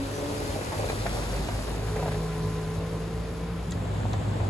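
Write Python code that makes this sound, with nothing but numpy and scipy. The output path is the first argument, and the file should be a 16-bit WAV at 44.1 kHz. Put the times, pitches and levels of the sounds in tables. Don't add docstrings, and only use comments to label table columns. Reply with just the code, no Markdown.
import sys
import numpy as np
from scipy import signal
from scipy.fft import rfft, irfft, next_fast_len
from scipy.io import wavfile
from scipy.ndimage import uniform_filter1d, map_coordinates

SR = 44100
rng = np.random.default_rng(int(sys.argv[2]) if len(sys.argv) > 2 else 0)


def unload_audio(sound):
    columns = np.transpose(np.atleast_2d(sound))
    steps = np.round(np.clip(columns, -1, 1) * 32767)
    wavfile.write(sys.argv[1], SR, steps.astype(np.int16))


N = 198120

TIME = np.arange(N) / SR
FFT_SIZE = next_fast_len(N, real=True)
FREQ = np.maximum(np.arange(FFT_SIZE // 2 + 1) * SR / FFT_SIZE, 1)
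# frequency in Hz, relative level in dB.
ROAR_COLOUR = [(250, -32), (400, -1), (580, 0), (800, -5), (1100, -8.5), (1600, -39)]
NEXT_LEAD_S = 0.00032
KNOCK_LEAD_SHARE = 0.53


def undb(db):
    return 10 ** (np.asarray(db) / 20)


def curves(table):
    seconds, *columns = np.transpose(table)
    return [np.interp(TIME, seconds, column) for column in columns]


def ramp(start, attack):
    return np.clip((TIME - start) / attack, 0, 1)


def release(end, decay):
    return np.exp(-np.maximum(TIME - end, 0) / decay)


def fade(start, db_per_s):
    return undb(-db_per_s * np.maximum(TIME - start, 0))


def burst(start, decay, rise):
    age = np.clip(TIME - start, 0, 20 * decay)
    return np.minimum(age / rise, 1) * np.exp(-np.maximum(age - rise, 0) / decay)


def turn(hz):
    return 2 * np.pi * np.cumsum(hz) / SR


def walk(rate):
    hold = int(SR / rate)
    held = np.repeat(rng.standard_normal(N // hold + 1), hold)
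    smooth = uniform_filter1d(uniform_filter1d(held, hold), hold)[:N]
    return smooth / smooth.std()


def across(points):
    hz, value = np.transpose(points)
    return np.interp(np.log(FREQ), np.log(hz), value)


def colour(points):
    below = np.minimum(FREQ / points[0][0], 1)
    above = np.minimum(points[-1][0] / FREQ, 1)
    return undb(across(points)) * (below * above) ** 4


def resonance(hz, width_hz):
    return 1 / (1 + ((FREQ ** 2 - hz ** 2) / (FREQ * width_hz)) ** 2)


def noise(gain, grain_db=0, side_db=0):
    # frequency in Hz, side level minus mid level in dB.
    stereo_width = [(60, -14), (130, -14), (250, -9), (500, -4), (1200, -5.5), (2300, -2.5), (4400, -1.5),
                    (8000, -4.5)]
    # frequency in Hz, left level minus right level in dB.
    left_lean = [(120, 0.3), (250, 0.4), (1000, 1.7), (2000, 0), (4000, 3), (6500, 3.5)]
    size = SR // 1000
    grain_sizes = np.minimum(rng.exponential(size=N // size + 1), 5)
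    grains = np.repeat(undb(grain_db * grain_sizes), size)[:N]
    mid, side = rng.standard_normal((2, N)) * grains
    mid = rfft(mid, FFT_SIZE) * gain
    side = rfft(side * undb(side_db), FFT_SIZE) * gain * undb(across(stereo_width))
    lean = undb(across(left_lean) / 2)
    pair = irfft(np.array([(mid + side) * lean, (mid - side) / lean]), FFT_SIZE)[:, :N]
    return pair / pair.mean(axis=0).std()


def from_left(pair, lead):
    late_right = map_coordinates(pair[1], [(TIME - lead) * SR], order=1, mode="nearest")
    return np.array([pair[0], late_right])


def suv_lead():
    # time in seconds, lead in seconds.
    tyre_lead = [(0, 0.0003), (.7, .00036), (1.1, 0.00023), (1.5, 0.00018), (2.0, 0.000055),
                 (3.0, 0.000014)]
    return curves(tyre_lead)[0]


def nearness():
    passes_s, speed_m_s, kerb_m = 0.92, 3.1, 2.44
    return kerb_m / np.hypot(kerb_m, speed_m_s * (TIME - passes_s))


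def on_crossing():
    return ramp(start=3.53, attack=0.47)


def engine_throb(phase):
    idle_db, throttle_db, cruise_db = -46.5, -35.5, -39
    throttle = undb(throttle_db) * release(end=1.95, decay=0.41)
    load = np.hypot(throttle, undb(cruise_db)) * ramp(start=0.68, attack=0.4)
    return np.hypot(undb(idle_db), load) * undb(1.8 * walk(22.53)) * np.sin(phase)


def tailpipe(phase, hz):
    # time in seconds, level in dB.
    pipe_hum = [(1.55, -70), (1.73, -44.5), (1.85, -41.5), (2.03, -32.5), (2.5, -33), (2.95, -35),
                (3.3, -40), (3.58, -34), (3.64, -48), (3.7, -38), (4.0, -41), (4.49, -43.5)]
    # multiple of the firing rate, level in dB against the overtones' shared gain.
    overtone_levels = [(2, -1), (4, -14.5), (5, -15), (6, -22), (7, -18), (8, -0.5), (9, -9.5), (14, -17)]
    flutter_db = 1.5
    hum_db, = curves(pipe_hum)
    hum = undb(hum_db + 0.5 * flutter_db * walk(45)) * np.sin(3 * phase)
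    overtones = 0
    for multiple, db in overtone_levels:
        tone = np.sin(round(multiple) * phase + rng.uniform(0, 2 * np.pi))
        overtones = overtones + undb(db + flutter_db * walk(45)) * tone
    pipe_hz, pipe_width_hz, pipe_db = 1024, 25, -10
    whine = 0
    for multiple in (18, 19, 20):
        closeness = 1 / np.hypot(1, 2 * (multiple * hz - pipe_hz) / pipe_width_hz)
        whine = whine + undb(pipe_db + 1.6 * walk(18)) * np.sin(multiple * phase) * closeness
    turn_s, turn_length_s = 1.586, 0.43
    facing = ramp(turn_s, turn_length_s) * fade(turn_s + turn_length_s, db_per_s=4.5)
    gain = undb(-36.5) * facing * release(end=3.53, decay=0.12)
    return hum + gain * (overtones + whine)


def suv_engine():
    # time in seconds, firing rate in Hz.
    engine_speed = [(0, 48.8), (.8, 47.4), (1.5, 51.6), (1.95, 52.97), (2.25, 53.42), (2.8, 54.23),
                    (3.17, 56.1), (3.65, 56.47), (4.49, 55.4)]
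    hz, = curves(engine_speed)
    lead = suv_lead()
    uneven_hz = hz * (1 + 0.008 * walk(60))
    phase = turn(uneven_hz) + np.pi * hz * np.array([lead, -lead])
    return np.sqrt(2) * (engine_throb(phase) + tailpipe(phase, hz))


def next_car_drone():
    drone_hz, far_db, crossing_db, octave_db = 103.36, -39, -30, -19
    close = on_crossing()
    opening = 1 - 0.5 * release(end=0, decay=0.087)
    far = undb(far_db) * opening * fade(start=1.25, db_per_s=4.5)
    gain = np.hypot(far, undb(crossing_db) * close)
    rough = 0.5 * (1 - close) + 0.12 * close
    phase = turn(drone_hz * (1 + 0.0483 * rough * walk(6)))
    tone = (1 + rough * walk(35)) * np.sin(phase) + rough * walk(35) * np.cos(phase)
    octave = undb(octave_db + 2.5 * walk(25)) * np.sin(2 * phase)
    return np.sqrt(2) * gain * (tone + octave)


def gate_motor():
    # time in seconds, base pitch in Hz, level in dB.
    motor_course = [(0, 137.8, -33.5), (.07, 137.2, -34.5), (.1, 140, -48), (.14, 143, -39.5),
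                    (.36, 144, -40), (.52, 144, -44), (.62, 143, -47), (.72, 140, -80)]
    # multiple of the base pitch, relative level in dB at first, then in dB once the load eases.
    motor_partials = [(2, 0, -0.5), (3, -14, -4.5), (4, -11, -3.5)]
    hz, level_db = curves(motor_course)
    phase = turn(hz * (1 + 0.014 * walk(56.5)))
    eased = ramp(start=0.048, attack=0.045)
    hum = 0
    for multiple, first_db, later_db in motor_partials:
        partial_db = first_db + (later_db - first_db) * eased + 3.2 * walk(55.7)
        hum = hum + undb(partial_db) * np.sin(round(multiple) * phase)
    gears = undb(-3) * eased * noise(resonance(hz=403, width_hz=230))
    return undb(level_db) * (np.sqrt(2) * hum + gears)


def tyres(points, near_db, distant_db, next_db, grain_db):
    gain = colour(points)
    near_spread_db, distant_spread_db = -0.5, -3.5
    suv = from_left(noise(gain, grain_db, near_spread_db), suv_lead())
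    follower = from_left(noise(gain, grain_db, near_spread_db), NEXT_LEAD_S)
    distant = noise(gain, side_db=distant_spread_db)
    passing = undb(near_db) * nearness() * suv
    return passing + undb(distant_db) * distant + undb(next_db) * on_crossing() * follower


def hiss_swells():
    swells = 0
    for hz in (2520, 3790, 4700):
        band = noise(resonance(hz, hz / 4), grain_db=2)
        swells = swells + undb(-58 + 3.5 * walk(32)) * band
    return nearness() * from_left(swells, suv_lead())


def next_car_hiss():
    # frequency in Hz, relative level in dB.
    next_colour = [(2400, -1), (3600, 6.5), (5400, -8), (7600, 3), (8800, -2), (10500, -27)]
    hiss = noise(colour(next_colour), side_db=0.5)
    return undb(-56) * on_crossing() * from_left(hiss, NEXT_LEAD_S)


def rolling():
    # frequency in Hz, relative level in dB.
    rumble_colour = [(25, -13), (45, -1.5), (75, 6), (130, 3.5), (200, -1.5), (330, -2.5), (450, -6.5),
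                     (700, -19)]
    grit_colour = [(800, 3.5), (1300, 5), (1900, 1), (2800, -3.5), (3800, -7), (5500, -22.5)]
    hiss_colour = [(2800, -9), (3500, 1), (4400, 4), (5600, 2.5), (6800, -0.5), (8700, 0), (9400, 1),
                   (10000, 3.5), (11300, -5), (12500, -6), (14200, -14), (15000, -27)]
    rumble = tyres(rumble_colour, near_db=-36.5, distant_db=-39, next_db=-40, grain_db=-1)
    roar = tyres(ROAR_COLOUR, near_db=-39, distant_db=-48.5, next_db=-47, grain_db=1.5)
    grit = tyres(grit_colour, near_db=-43, distant_db=-49, next_db=-50.5, grain_db=1.5)
    hiss = tyres(hiss_colour, near_db=-45.5, distant_db=-86, next_db=-69, grain_db=1.2)
    rumble = undb(1.0 * walk(14)) * rumble
    roar = undb(1.33 * walk(30.01)) * roar
    grit = undb(0.56 * walk(29.92)) * grit
    hiss = undb(0.7 * walk(23.59)) * hiss
    return rumble + roar + grit + hiss + hiss_swells() + next_car_hiss()


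def grit_pops():
    pops_per_s, largest_db, range_db, decay_s = 110, -36, 11, 0.0021
    low_hz, high_hz = 1120, 3750
    out = np.zeros(N)
    age = TIME[:SR // 50]
    for when, pitch, size in rng.random((int(pops_per_s * N / SR), 3)):
        start = int(when * (N - len(age)))
        hz = low_hz * (high_hz / low_hz) ** pitch
        pop = np.exp(-age / decay_s) * np.sin(2 * np.pi * hz * age)
        out[start:start + len(age)] += undb(largest_db - range_db * size) * pop
    return nearness() ** 2 * from_left([out, out], suv_lead())


def brake():
    gain = undb(-48.5) * ramp(start=0.075, attack=0.075) ** 2 * release(end=0.19, decay=0.02)
    return gain * np.sin(turn(5960 * (1 + 0.012 * walk(400))))


def knocks():
    # start in seconds, level in dB, rise in seconds, decay in seconds,
    # pitch as a multiple of the tyre resonances, crunch in dB against the knock.
    knock_list = [(.55, -32, .012, .018, .9, -21), (.588, -41, 0.0028, .016, .8, -18),
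                  (.609, -35, 0.0029, 0.013, .72, -11), (.716, -33.5, .006, 0.034, 1.25, -10.5),
                  (.787, -32.5, 0.0087, 0.05, .9, -30), (0.84, -35.5, 0.0036, 0.0084, .8, -9),
                  (.893, -31.5, 0.0076, .008, .9, -12), (.929, -37, 0.0023, 0.009, .8, -24),
                  (1.0555, -29, .0016, 0.0065, .9, -10), (1.063, -31.5, .0015, 0.013, .95, -1.5),
                  (1.219, -38, .003, 0.011, 1, -10), (1.329, -34, 0.0043, 0.031, .78, -10),
                  (1.4865, -31.5, .002, 0.015, 1.05, -8), (1.956, -32.5, 0.0081, .017, .9, -9),
                  (1.987, -34.5, .01, 0.013, .8, -16), (2.02, -32.5, .008, 0.02, 1.1, -12.5),
                  (2.056, -32, 0.0041, .012, 1, -13), (2.078, -34, .003, .012, .95, -11),
                  (2.11, -36.5, 0.0096, 0.015, .9, -5.5), (2.143, -38, 0.0022, 0.013, 1, -9),
                  (4.029, -33.5, .003, .005, .5, -11), (4.053, -30, .0017, 0.0052, 1.05, -29),
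                  (4.135, -33, .005, .008, 1.1, -10), (4.213, -39, 0.0021, .007, 1, -23),
                  (4.278, -36, .002, 0.0039, .52, -20), (4.401, -33, 0.0014, .006, 1.1, -10),
                  (4.41, -38, 0.0029, 0.0052, .7, -13)]
    # frequency in Hz, relative level in dB.
    tyre_modes = [(500, 0), (600, -1), (690, 5), (870, 0.5), (980, -18), (1360, -10)]
    starts, _, rises, _, pitches, _ = np.transpose(knock_list)
    latest = np.maximum(np.searchsorted(starts, TIME) - 1, 0)
    impact = ((starts + rises) * SR).astype(int)[latest]
    modes = 0
    for hz, db in tyre_modes:
        phase = turn(hz * pitches[latest] * (1 + 0.038 * walk(250)))
        modes = modes + undb(db) * np.cos(phase - phase[impact])
    ring = modes / modes.std() + undb(-9) * noise(colour(ROAR_COLOUR), side_db=-2)
    crunch = noise(resonance(hz=1600, width_hz=1200), grain_db=0.5, side_db=2.0)
    blows = 0
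    for start, db, rise, decay, _, crunch_db in knock_list:
        blows = blows + undb(db) * burst(start, decay, rise) * (ring + undb(crunch_db) * crunch)
    return from_left(blows, KNOCK_LEAD_SHARE * suv_lead())


def clacks():
    # start in seconds, level in dB, decay in seconds, pitch as a multiple of the modes.
    clack_list = [(.72, -49, .014, .52), (.887, -34.5, 0.012, 1), (.898, -37, .008, 1),
                  (1.063, -36, 0.0089, .56), (1.484, -38, .006, .72), (3.722, -39, 0.0048, .8),
                  (4.134, -41, .005, .94)]
    # frequency in Hz, relative level in dB.
    loose_modes = [(1615, 1), (2019, -5), (2400, 6), (2891, -13), (3575, -15), (4021, 2)]
    starts, _, _, pitches = np.transpose(clack_list)
    pitch = pitches[np.maximum(np.searchsorted(starts, TIME) - 1, 0)]
    modes = 0
    for hz, db in loose_modes:
        modes = modes + undb(db) * np.sin(turn(hz * pitch * (1 + 0.0125 * walk(500))))
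    envelope = sum(undb(db) * burst(start, decay, rise=0.001) for start, db, decay, _ in clack_list)
    blows = modes / modes.std() * envelope
    return from_left([blows, blows], KNOCK_LEAD_SHARE * suv_lead())


def stones():
    # start in seconds, level in dB, pitch in Hz, decay in seconds, crack in dB against the ring.
    stone_list = [(0.917, -46, 3820, 0.03, -16), (3.708, -43, 7100, 0.006, -8),
                  (3.72, -43.5, 6760, 0.0055, 6), (4.132, -44.5, 6130, 0.0057, 6.5)]
    # frequency in Hz, relative level in dB.
    crack_colour = [(1000, 3), (1600, 6), (2500, -10), (3620, 4.5), (5000, -2), (8000, -27)]
    out = 0
    for start, db, hz, decay, crack_db in stone_list:
        ring = noise(resonance(hz, width_hz=2600), side_db=-14)
        crack = undb(crack_db) * noise(colour(crack_colour), side_db=-15)
        out = out + undb(db) * burst(start, decay, rise=0.00058) * (ring + crack)
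    return out


def rattle():
    jolts = undb(-48.5 + 1 * np.minimum(walk(110), 2))
    return on_crossing() * jolts * noise(resonance(hz=730, width_hz=420), grain_db=1.5, side_db=10.5)


def shudder():
    # frequency in Hz, relative level in dB.
    body_colour = [(45, -24), (60, -10), (80, -4), (115, -1.5), (160, -1), (230, -9), (320, -21)]
    return undb(-36.5) * on_crossing() * noise(colour(body_colour))


def thumps():
    # start in seconds, level in dB, pitch in Hz.
    thump_list = [(3.675, -28.5, 172), (3.724, -28, 81), (3.815, -30.5, 185), (4.031, -33, 240),
                  (4.402, -21, 76)]
    out = 0
    for start, db, hz in thump_list:
        tone = np.sin(2 * np.pi * hz * (TIME - start))
        out = out + undb(db) * burst(start, decay=0.017, rise=0.016) * tone
    return from_left([out, out], KNOCK_LEAD_SHARE * suv_lead())


def panels():
    return undb(-38) * ramp(start=4.26, attack=0.079) * noise(resonance(hz=333.3, width_hz=390))


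def scene():
    machines = suv_engine() + next_car_drone() + gate_motor() + brake()
    road = rolling() + grit_pops() + knocks() + clacks() + stones()
    crossing = rattle() + shudder() + thumps() + panels()
    return machines + road + crossing


def record(dry):
    blend_from_hz, blend_width_hz, in_phase_hz, shift_s = 5800, 700, 7050, 0.000243
    left, right = rfft(dry, FFT_SIZE)
    shared = np.clip((FREQ - blend_from_hz) / blend_width_hz, 0, 1)
    twist = np.exp(2j * np.pi * (FREQ - in_phase_hz) * shift_s)
    right = np.sqrt(1 - shared) * right + np.sqrt(shared) * twist * left
    pair = irfft(np.array([left, right]), FFT_SIZE)[:, :N]
    top_cut = signal.ellip(8, 0.2, 70, 15200, fs=SR, output="sos")
    return signal.sosfilt(top_cut, pair)


dry = scene()
out = record(dry)
unload_audio(out)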